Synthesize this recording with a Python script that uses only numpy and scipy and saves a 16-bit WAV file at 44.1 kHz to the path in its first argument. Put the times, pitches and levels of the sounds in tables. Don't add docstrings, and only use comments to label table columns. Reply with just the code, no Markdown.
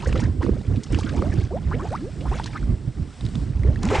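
import sys
import numpy as np
from scipy import signal
from scipy.fft import rfft, irfft, next_fast_len
from scipy.io import wavfile
from scipy.ndimage import map_coordinates

SR = 44100
rng = np.random.default_rng(int(sys.argv[2]) if len(sys.argv) > 2 else 0)


def inscribe(sig):
    pcm = np.round(np.clip(np.atleast_2d(sig).T, -1, 1) * 32767)
    wavfile.write(sys.argv[1], SR, pcm.astype(np.int16))


N = 4 * SR
TOP_HZ = 9750
RING_RISE = 0.2


def amp(db):
    return 10 ** (np.asarray(db) / 20)


def unit(x):
    return x / np.sqrt(np.mean(x ** 2) + 1e-20)


def along(points, hz):
    freqs, values = np.transpose(points)
    return np.interp(np.log(hz + 1), np.log(freqs + 1), values)


def curve(rows):
    return np.interp(np.arange(N) / SR, *np.transpose(rows))


def wobble(per_s, size=N):
    return map_coordinates(rng.standard_normal(4096), [np.arange(size) * per_s / SR], mode="wrap")


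def filtered(x, response):
    size = x.shape[-1]
    padded = next_fast_len(size + 8192)
    return irfft(rfft(x, padded) * response(np.fft.rfftfreq(padded, 1 / SR)), padded)[..., :size]


def noise(colour, size=N):
    return unit(filtered(rng.standard_normal(size), lambda hz: amp(along(colour, hz))))


def add(track, start_s, sound):
    part = track[max(0, round(start_s * SR)):][:len(sound)]
    part += sound[:len(part)]


def swarm(per_s, centre_hz, spread, cycles, size=N):
    attack_cycles = 1.15
    when, pitch, strength, phase = rng.random((int(per_s * size / SR), 4)).T
    hz = np.clip(centre_hz * (pitch / (1 - pitch)) ** (spread / 2), 120, TOP_HZ)
    lengths = (SR * cycles / hz * 2 / 3).astype(int) + 1
    grain = np.repeat(np.arange(len(hz)), lengths)
    step = np.arange(len(grain)) - (np.cumsum(lengths) - lengths)[grain]
    age = step * (hz / SR / cycles)[grain]
    ring = np.sin(2 * np.pi * (phase[grain] + cycles * age * (1 + RING_RISE * age)))
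    ring *= np.minimum(age * cycles / attack_cycles, 1) * amp(-60 * age)
    ring *= amp(-2.5 * np.log(strength + 0.0066))[grain]
    return unit(np.bincount((when * size).astype(int)[grain] + step, ring, size)[:size])


def pushes(rows, cycles):
    out, t = np.zeros(N), np.arange(-SR // 20, SR // 20) / SR
    for peak_s, hz, db in rows:
        add(out, peak_s + t[0], amp(db) * np.sin(2 * np.pi * hz * t) / np.cosh(t * hz / cycles) ** 2)
    return out


def wind():
    # time_s, level_db
    gusts = [(0.0, -26), (0.28, -21.5), (0.34, -28), (0.48, -20), (0.64, -33), (0.7, -19), (0.88, -34.6),
             (0.92, -20), (1.02, -26.5), (1.38, -21), (1.5, -26), (1.8, -27), (1.92, -32), (1.96, -27),
             (2.1, -34), (2.3, -24.5), (2.54, -32), (2.72, -20), (2.8, -36.5), (2.88, -21.5), (2.94, -40.5),
             (3.0, -22.5), (3.16, -44), (3.24, -27.5), (3.99, -22.5)]
    # freq_hz, level_db
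    colour = [(15, -21), (30, -4), (55, 1.5), (125, -1.5), (190, -8), (300, -13.5), (500, -28), (900, -39),
              (2000, -46), (9000, -87)]
    # peak_s, pitch_hz, level_db
    thumps = [(0.0778, 71.5, -15), (0.14, 62.5, -14), (0.1535, 148, -17.5), (0.1912, 107, -13.6),
              (0.2558, 111.4, -10.5), (0.3074, 88.0, -13.5), (0.4011, 78.0, -13.0), (0.4948, 190.0, -13),
              (0.5206, 66.0, -15.5), (0.6916, 87, -13), (0.7156, 105.0, -16.5), (0.7452, 97.4, -18.5),
              (0.7764, 109, -13), (0.9547, 88.0, -13), (0.9904, 93.4, -18), (1.0237, 88.0, -18),
              (1.1915, 74.0, -13), (1.2955, 73.6, -15.4), (1.3432, 79.3, -17), (1.3886, 96, -9.5),
              (1.4429, 94.0, -15.5), (1.6709, 65.5, -15.5), (1.8904, 100, -17.5), (2.2963, 56.7, -13.5),
              (2.6504, 54.8, -16.5), (2.6977, 94.6, -14.5), (2.7359, 58.2, -18.5), (2.882, 121, -17),
              (3.0, 131.5, -18), (3.0256, 75, -17.5), (3.252, 116, -17), (3.385, 134.5, -16),
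              (3.508, 124.6, -16), (3.5644, 70.3, -14), (3.603, 100, -11.5), (3.6308, 55.0, -16),
              (3.6631, 65.2, -11.5), (3.7212, 61.7, -17.5), (3.8838, 69, -16.5), (3.9904, 94.0, -15.0)]
    # peak_s, pitch_hz, level_db
    knocks = [(.1433, 247, -21.5), (.1865, 362, -23.5), (.2331, 273, -17.5), (.4354, 284, -15.5),
              (.4944, 360, -11), (.7791, 238, -16.5), (.9335, 297, -18), (1.0479, 250, -17),
              (1.176, 278, -18), (1.1979, 282, -15.5), (3.3615, 213, -16)]
    # freq_hz, right_minus_left_db
    balance = [(30, 0), (60, 3.5), (125, 6), (300, 11), (600, -5)]
    lump_db, trim_db = 3, -0.7
    rumble = unit(noise(colour) * amp(lump_db * wobble(per_s=35))) * amp(curve(gusts) + trim_db)
    buffet = rumble + pushes(thumps, cycles=0.82) + pushes(knocks, cycles=0.93)
    left = filtered(buffet, lambda hz: 2 / (1 + amp(along(balance, hz))))
    return np.array([left, 2 * buffet - left])


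def air():
    # freq_hz, level_db
    colour = [(100, 9.5), (500, -0.5), (1000, -3.5), (2500, -7.5), (5500, -8), (6400, -15.5), (8000, -8.5),
              (9500, -17.5)]
    # time_s, gain_db
    swells = [(0, 2), (.6, -0.5), (1.2, 4.5), (1.6, -1.5), (2.1, 3.5), (2.5, 3), (2.85, 0), (3.05, 1),
              (3.22, 6), (3.42, 5.5), (3.55, -3), (4, -2.5)]
    width = [(200, .2), (2000, .08), (4500, 0.1), (8000, 0.58)]  # freq_hz, side_over_mid
    bed_db = -53.5
    mid = noise(colour)
    side = filtered(noise(colour), lambda hz: along(width, hz))
    return amp(bed_db + curve(swells)) * np.array([mid + side, mid - side])


def low_flutter():
    # time_s, level_db
    swells = [(0, -44.5), (.17, -29.5), (.33, -49), (.45, -27), (.62, -45.5), (.77, -33.5), (.87, -51.5),
              (.95, -28.5), (1.08, -40), (1.19, -30), (1.44, -40.5), (1.5, -54.5)]
    pan_right = amp([[-5.5], [5.5]])
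    return swarm(per_s=200, centre_hz=290.5, spread=0.451, cycles=9.3) * amp(curve(swells)) * pan_right


def splatter():
    # time_s, level_db
    activity = [(0, -40.5), (.16, -42.5), (.25, -41), (.3, -57), (.39, -65.5), (.43, -38.5), (.5, -49.5),
                (.62, -48.5), (.76, -52), (.88, -46.5), (.95, -40.5), (1.22, -44), (1.44, -42), (1.5, -54),
                (1.69, -47), (1.74, -50), (1.95, -39), (2.04, -53), (2.22, -51.5), (2.37, -37),
                (2.5, -46.5), (2.57, -43), (2.7, -59), (3.6, -50.5), (3.8, -47), (4, -33.5)]
    drops = amp(-3.5) * swarm(per_s=520, centre_hz=1723, spread=0.647, cycles=43)
    fizz = amp(-10) * swarm(per_s=1100, centre_hz=4864, spread=0.464, cycles=40)
    return (drops + fizz) * amp(curve(activity))


def jitter(turns, per_cycle):
    knots = rng.standard_normal((2, 256)).T @ [1, 1j]
    return map_coordinates(knots, [turns * per_cycle], mode="wrap") / np.sqrt(2)


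def bubbles():
    # start_s, length_s, start_hz, end_hz, level_db, crest_fraction, roughness
    whoops = [ (0.026, 0.028, 865, 1110, -35, 0.31, 0.6), (0.058, 0.011, 1440, 2160, -32.5, 0.38, 0.5),
              (0.146, 0.038, 508, 531, -29, 0.54, 0.67), (0.212, 0.038, 1156, 2154, -39, 0.85, 0.55),
              (0.253, 0.012, 1390, 2630, -39, 0.2, .4), (0.407, 0.028, 704, 1644, -33, 0.95, 0.97),
              (1.058, 0.05, 1300, 1698, -38.5, 0.53, 0.8), (1.127, 0.069, 497, 1100, -31.5, 0.03, 0.97),
              (1.2, 0.11, 487, 778, -32.5, 0.33, 0.4), (1.324, 0.019, 1670, 1870, -37.5, 0.22, 0.4),
              (1.507, 0.033, 604, 1214, -35, 0, 0.3), (1.509, 0.082, 336, 926, -25.5, 0.48, 0.33),
              (1.713, 0.045, 957, 2880, -29.5, 0.07, 0.79), (1.714, .085, 322, 822, -32, 0.37, 0.43),
              (1.792, 0.04, 960, 1390, -33, 0.25, 0.66), (1.803, 0.0553, 286.5, 490, -27.5, 0.6, 0.25),
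              (1.817, 0.074, 536, 1015, -35, 0.5, 0.67), (1.904, .062, 408, 1506, -25.5, 0.78, 0.27),
              (1.959, 0.024, 1484, 2900, -41, 0, .4), (1.982, 0.12, 201.4, 665, -29, 0.42, 0.16),
              (2.157, 0.11, 295, 837, -38.5, 0.47, 0.56), (2.253, 0.035, 800, 1414, -35, 0.1, 0.82),
              (2.315, 0.047, 760, 1766, -31.5, 0, 0.84), (2.304, 0.095, 309, 943, -33.5, 0.28, 0.5),
              (2.545, 0.042, 901, 2340, -32.5, 0.37, 0.86), (3.648, 0.084, 378, 695, -29.5, 0, 0.49),
              (3.837, .125, 176.4, 534, -21.5, 0.12, 0.2), (3.91, 0.053, 388.5, 516, -20.5, 0.3, 1.1),
              (3.946, 0.022, 713, 1143, -26.5, 0.5, 0.3), (3.967, 0.029, 1776, 2500, -29, .3, 0.8),
              (3.974, 0.021, 622, 924, -27, .5, 0.6)]
    overtone_ratio, overtone_db, rasp_db = 2.1, -28.5, -2
    bend_power, swell_power, fade_power = 1.08, 0.32, 0.69
    surge_db, surge_s = 2, .007
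    out = np.zeros(N)
    for start_s, length_s, start_hz, end_hz, db, crest, rough in whoops:
        progress = np.linspace(0, 1, int(length_s * SR))
        crest, rough = np.clip(crest, .03, .95), np.clip(rough, 0, 1)
        turns = np.cumsum(start_hz * (end_hz / start_hz) ** (progress ** bend_power)) / SR
        swell = (progress / crest) ** swell_power
        fade = ((1 - progress) / (1 - crest)) ** fade_power
        surge = amp(surge_db * np.exp(-((progress - crest) * length_s / surge_s) ** 2))
        flutter = jitter(turns, per_cycle=0.3074)
        rasp = amp(rasp_db) * jitter(turns, per_cycle=1.1)
        texture = np.sqrt(1 - rough ** 2) + rough * (flutter + rasp)
        tone = np.exp(2j * np.pi * turns) + amp(overtone_db) * np.exp(2j * np.pi * overtone_ratio * turns)
        add(out, start_s, amp(db + .5) * np.minimum(swell, fade) * surge * np.imag(texture * tone))
    return out


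def spits():
    # time_s, centre_hz, level_db, decay_s
    tears = [(0.047, 4620, -40, 0.031), (0.074, 6640, -40.5, 0.099), (0.127, 3010, -35.5, .02),
             (.128, 1500, -31, 0.021), (0.175, 3280, -36, 0.048), (0.194, 2200, -33, 0.047),
             (.202, 5440, -36.5, 0.065), (0.239, 4530, -36.5, 0.024), (.158, 1970, -33, 0.075),
             (0.426, 2750, -39, 0.026), (0.439, 4440, -42, 0.0074), (0.49, 1190, -39.5, 0.046),
             (0.668, 2330, -40.5, 0.0068), (0.759, 2790, -42, 0.055), (0.834, 5100, -35.5, 0.046),
             (0.923, 6500, -39, 0.047), (.93, 1940, -33, .04), (0.95, 2120, -32, 0.014),
             (0.987, 4500, -38, 0.11), (1.008, 6700, -38, 0.016), (1.091, 3300, -36.5, 0.053),
             (1.162, 5980, -42.5, 0.036), (1.339, 6100, -39.5, 0.017), (1.411, 3500, -43.5, 0.061),
             (1.034, 2690, -37.5, 0.04), (2.208, 2810, -41, 0.049), (2.375, 3750, -43, 0.098),
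             (2.398, 2460, -34, 0.01), (2.436, 3100, -36, 0.023), (2.441, 4500, -33, 0.02),
             (2.46, 4220, -34.5, 0.068), (2.471, 2680, -39, 0.049), (3.251, 4100, -42, 0.045),
             (3.288, 3940, -41, 0.015), (3.354, 3780, -33, 0.012), (3.831, 5300, -29.5, 0.017),
             (3.853, 5840, -35, 0.012), (3.888, 2590, -28.5, 0.015), (3.946, 2020, -21.5, 0.071)]
    hole_q, swell_s, delay_s, grain_db = 1.38, .009, .001, 3
    out, t = np.zeros(N), np.arange(SR // 12) / SR
    for time_s, centre_hz, db, decay_s in tears:
        crackle = rng.standard_normal(len(t)) * amp(grain_db * wobble(per_s=1200, size=len(t)))
        hole = lambda hz: 1 / (1 + (hole_q * (hz / centre_hz - centre_hz / (hz + 1))) ** 2)
        past_peak_s = t - swell_s
        envelope = amp(db - 60 * np.maximum(past_peak_s / decay_s, -past_peak_s / swell_s))
        add(out, time_s + delay_s - swell_s, envelope * unit(filtered(crackle, hole)))
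    return out


def plops():
    # start_s, pitch_hz, level_db
    blobs = [(.071, 480, -14), (.092, 1670, -22.5), (0.156, 1200, -17), (.2, 850, -23), (.237, 904, -30),
             (0.567, 527, -26), (0.946, 2705, -17), (0.988, 800, -19.5), (1.011, 1100, -25.5),
             (1.07, 1417, -24), (1.098, 1470, -26), (1.222, 1150, -16.5), (1.222, 365, -16),
             (2.398, 834, -14.5), (2.458, 925, -26.5), (2.46, 3800, -18.5), (2.475, 1680, -25.5),
             (2.533, 2110, -27.5), (3.209, 3480, -24.5), (3.264, 3640, -22), (3.354, 3380, -21.5),
             (2.628, 1350, -29.5), (3.634, 1930, -26), (3.759, 1670, -23.5), (3.834, 930, -20.5),
             (3.868, 785, -22), (3.902, 915, -15), (3.914, 1203, -17.5), (3.913, 400, -16.5),
             (3.925, 407, -18), (3.939, 477, -16), (3.946, 2076, -17.5)]
    attack_s, snap_db, snap_decay_s = 0.00087, -12, 0.012
    out, t = np.zeros(N), np.arange(SR // 10) / SR
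    for start_s, pitch_hz, db in blobs:
        decay_s = 0.033 * (500 / pitch_hz) ** .7
        phase = 2 * np.pi * pitch_hz * (t + RING_RISE * t * t / decay_s)
        ring = amp(-60 * t / decay_s) * (1 - np.exp(-t / attack_s)) * np.sin(phase)
        cutoff_hz = 1.26 * pitch_hz
        snap = unit(filtered(rng.standard_normal(len(t)), lambda hz: 1 / (1 + (hz / cutoff_hz) ** 2)))
        add(out, start_s, amp(db) * (ring + amp(snap_db - 60 * t / snap_decay_s) * snap))
    return out


def eruption():
    # time_s, level_db
    blowout = [(3.816, -51.5), (3.832, -30.5), (3.884, -36), (3.906, -27), (3.94, -24.5), (3.95, -22),
               (3.965, -20.5), (3.971, -27), (4.0, -26)]
    # freq_hz, level_db
    colour = [(120, -63), (200, -26.5), (384, -4), (669, -10.5), (883, -3.5), (1290, -13.5), (2100, -11.5),
              (3650, -24), (7870, -27.5), (9890, -48), (12900, -77), (21800, -120)]
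    start_s, ragged_db = blowout[0][0], 0.5
    out, size = np.zeros(N), SR // 4
    rush = unit(noise(colour, size) * amp(ragged_db * wobble(per_s=250, size=size)))
    blobs = swarm(per_s=520, centre_hz=800, spread=.75, cycles=20, size=size)
    add(out, start_s, amp(-4.5) * rush + amp(-6) * blobs)
    return out * amp(curve(blowout))


def crater(dry):
    wet_db, decay_s, predelay_s = -31.5, 0.09, .004
    t = np.arange(SR // 4) / SR
    tail = rng.standard_normal((2, len(t))) * amp(-60 * t / decay_s) * (t > predelay_s)
    tail /= np.linalg.norm(tail[0])
    return dry + amp(wet_db) * signal.fftconvolve(dry[None], tail, axes=1)[:, :N]


def scene():
    ahead = crater(bubbles() + plops() + spits() + splatter() + eruption())
    return ahead + low_flutter() + wind() + air()


def record(dry):
    ceiling_db = -6.2
    rounded = dry / (1 + (dry / amp(ceiling_db)) ** 8) ** (1 / 8)
    return filtered(rounded, lambda hz: hz < TOP_HZ)


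dry = scene()
out = record(dry)
inscribe(out)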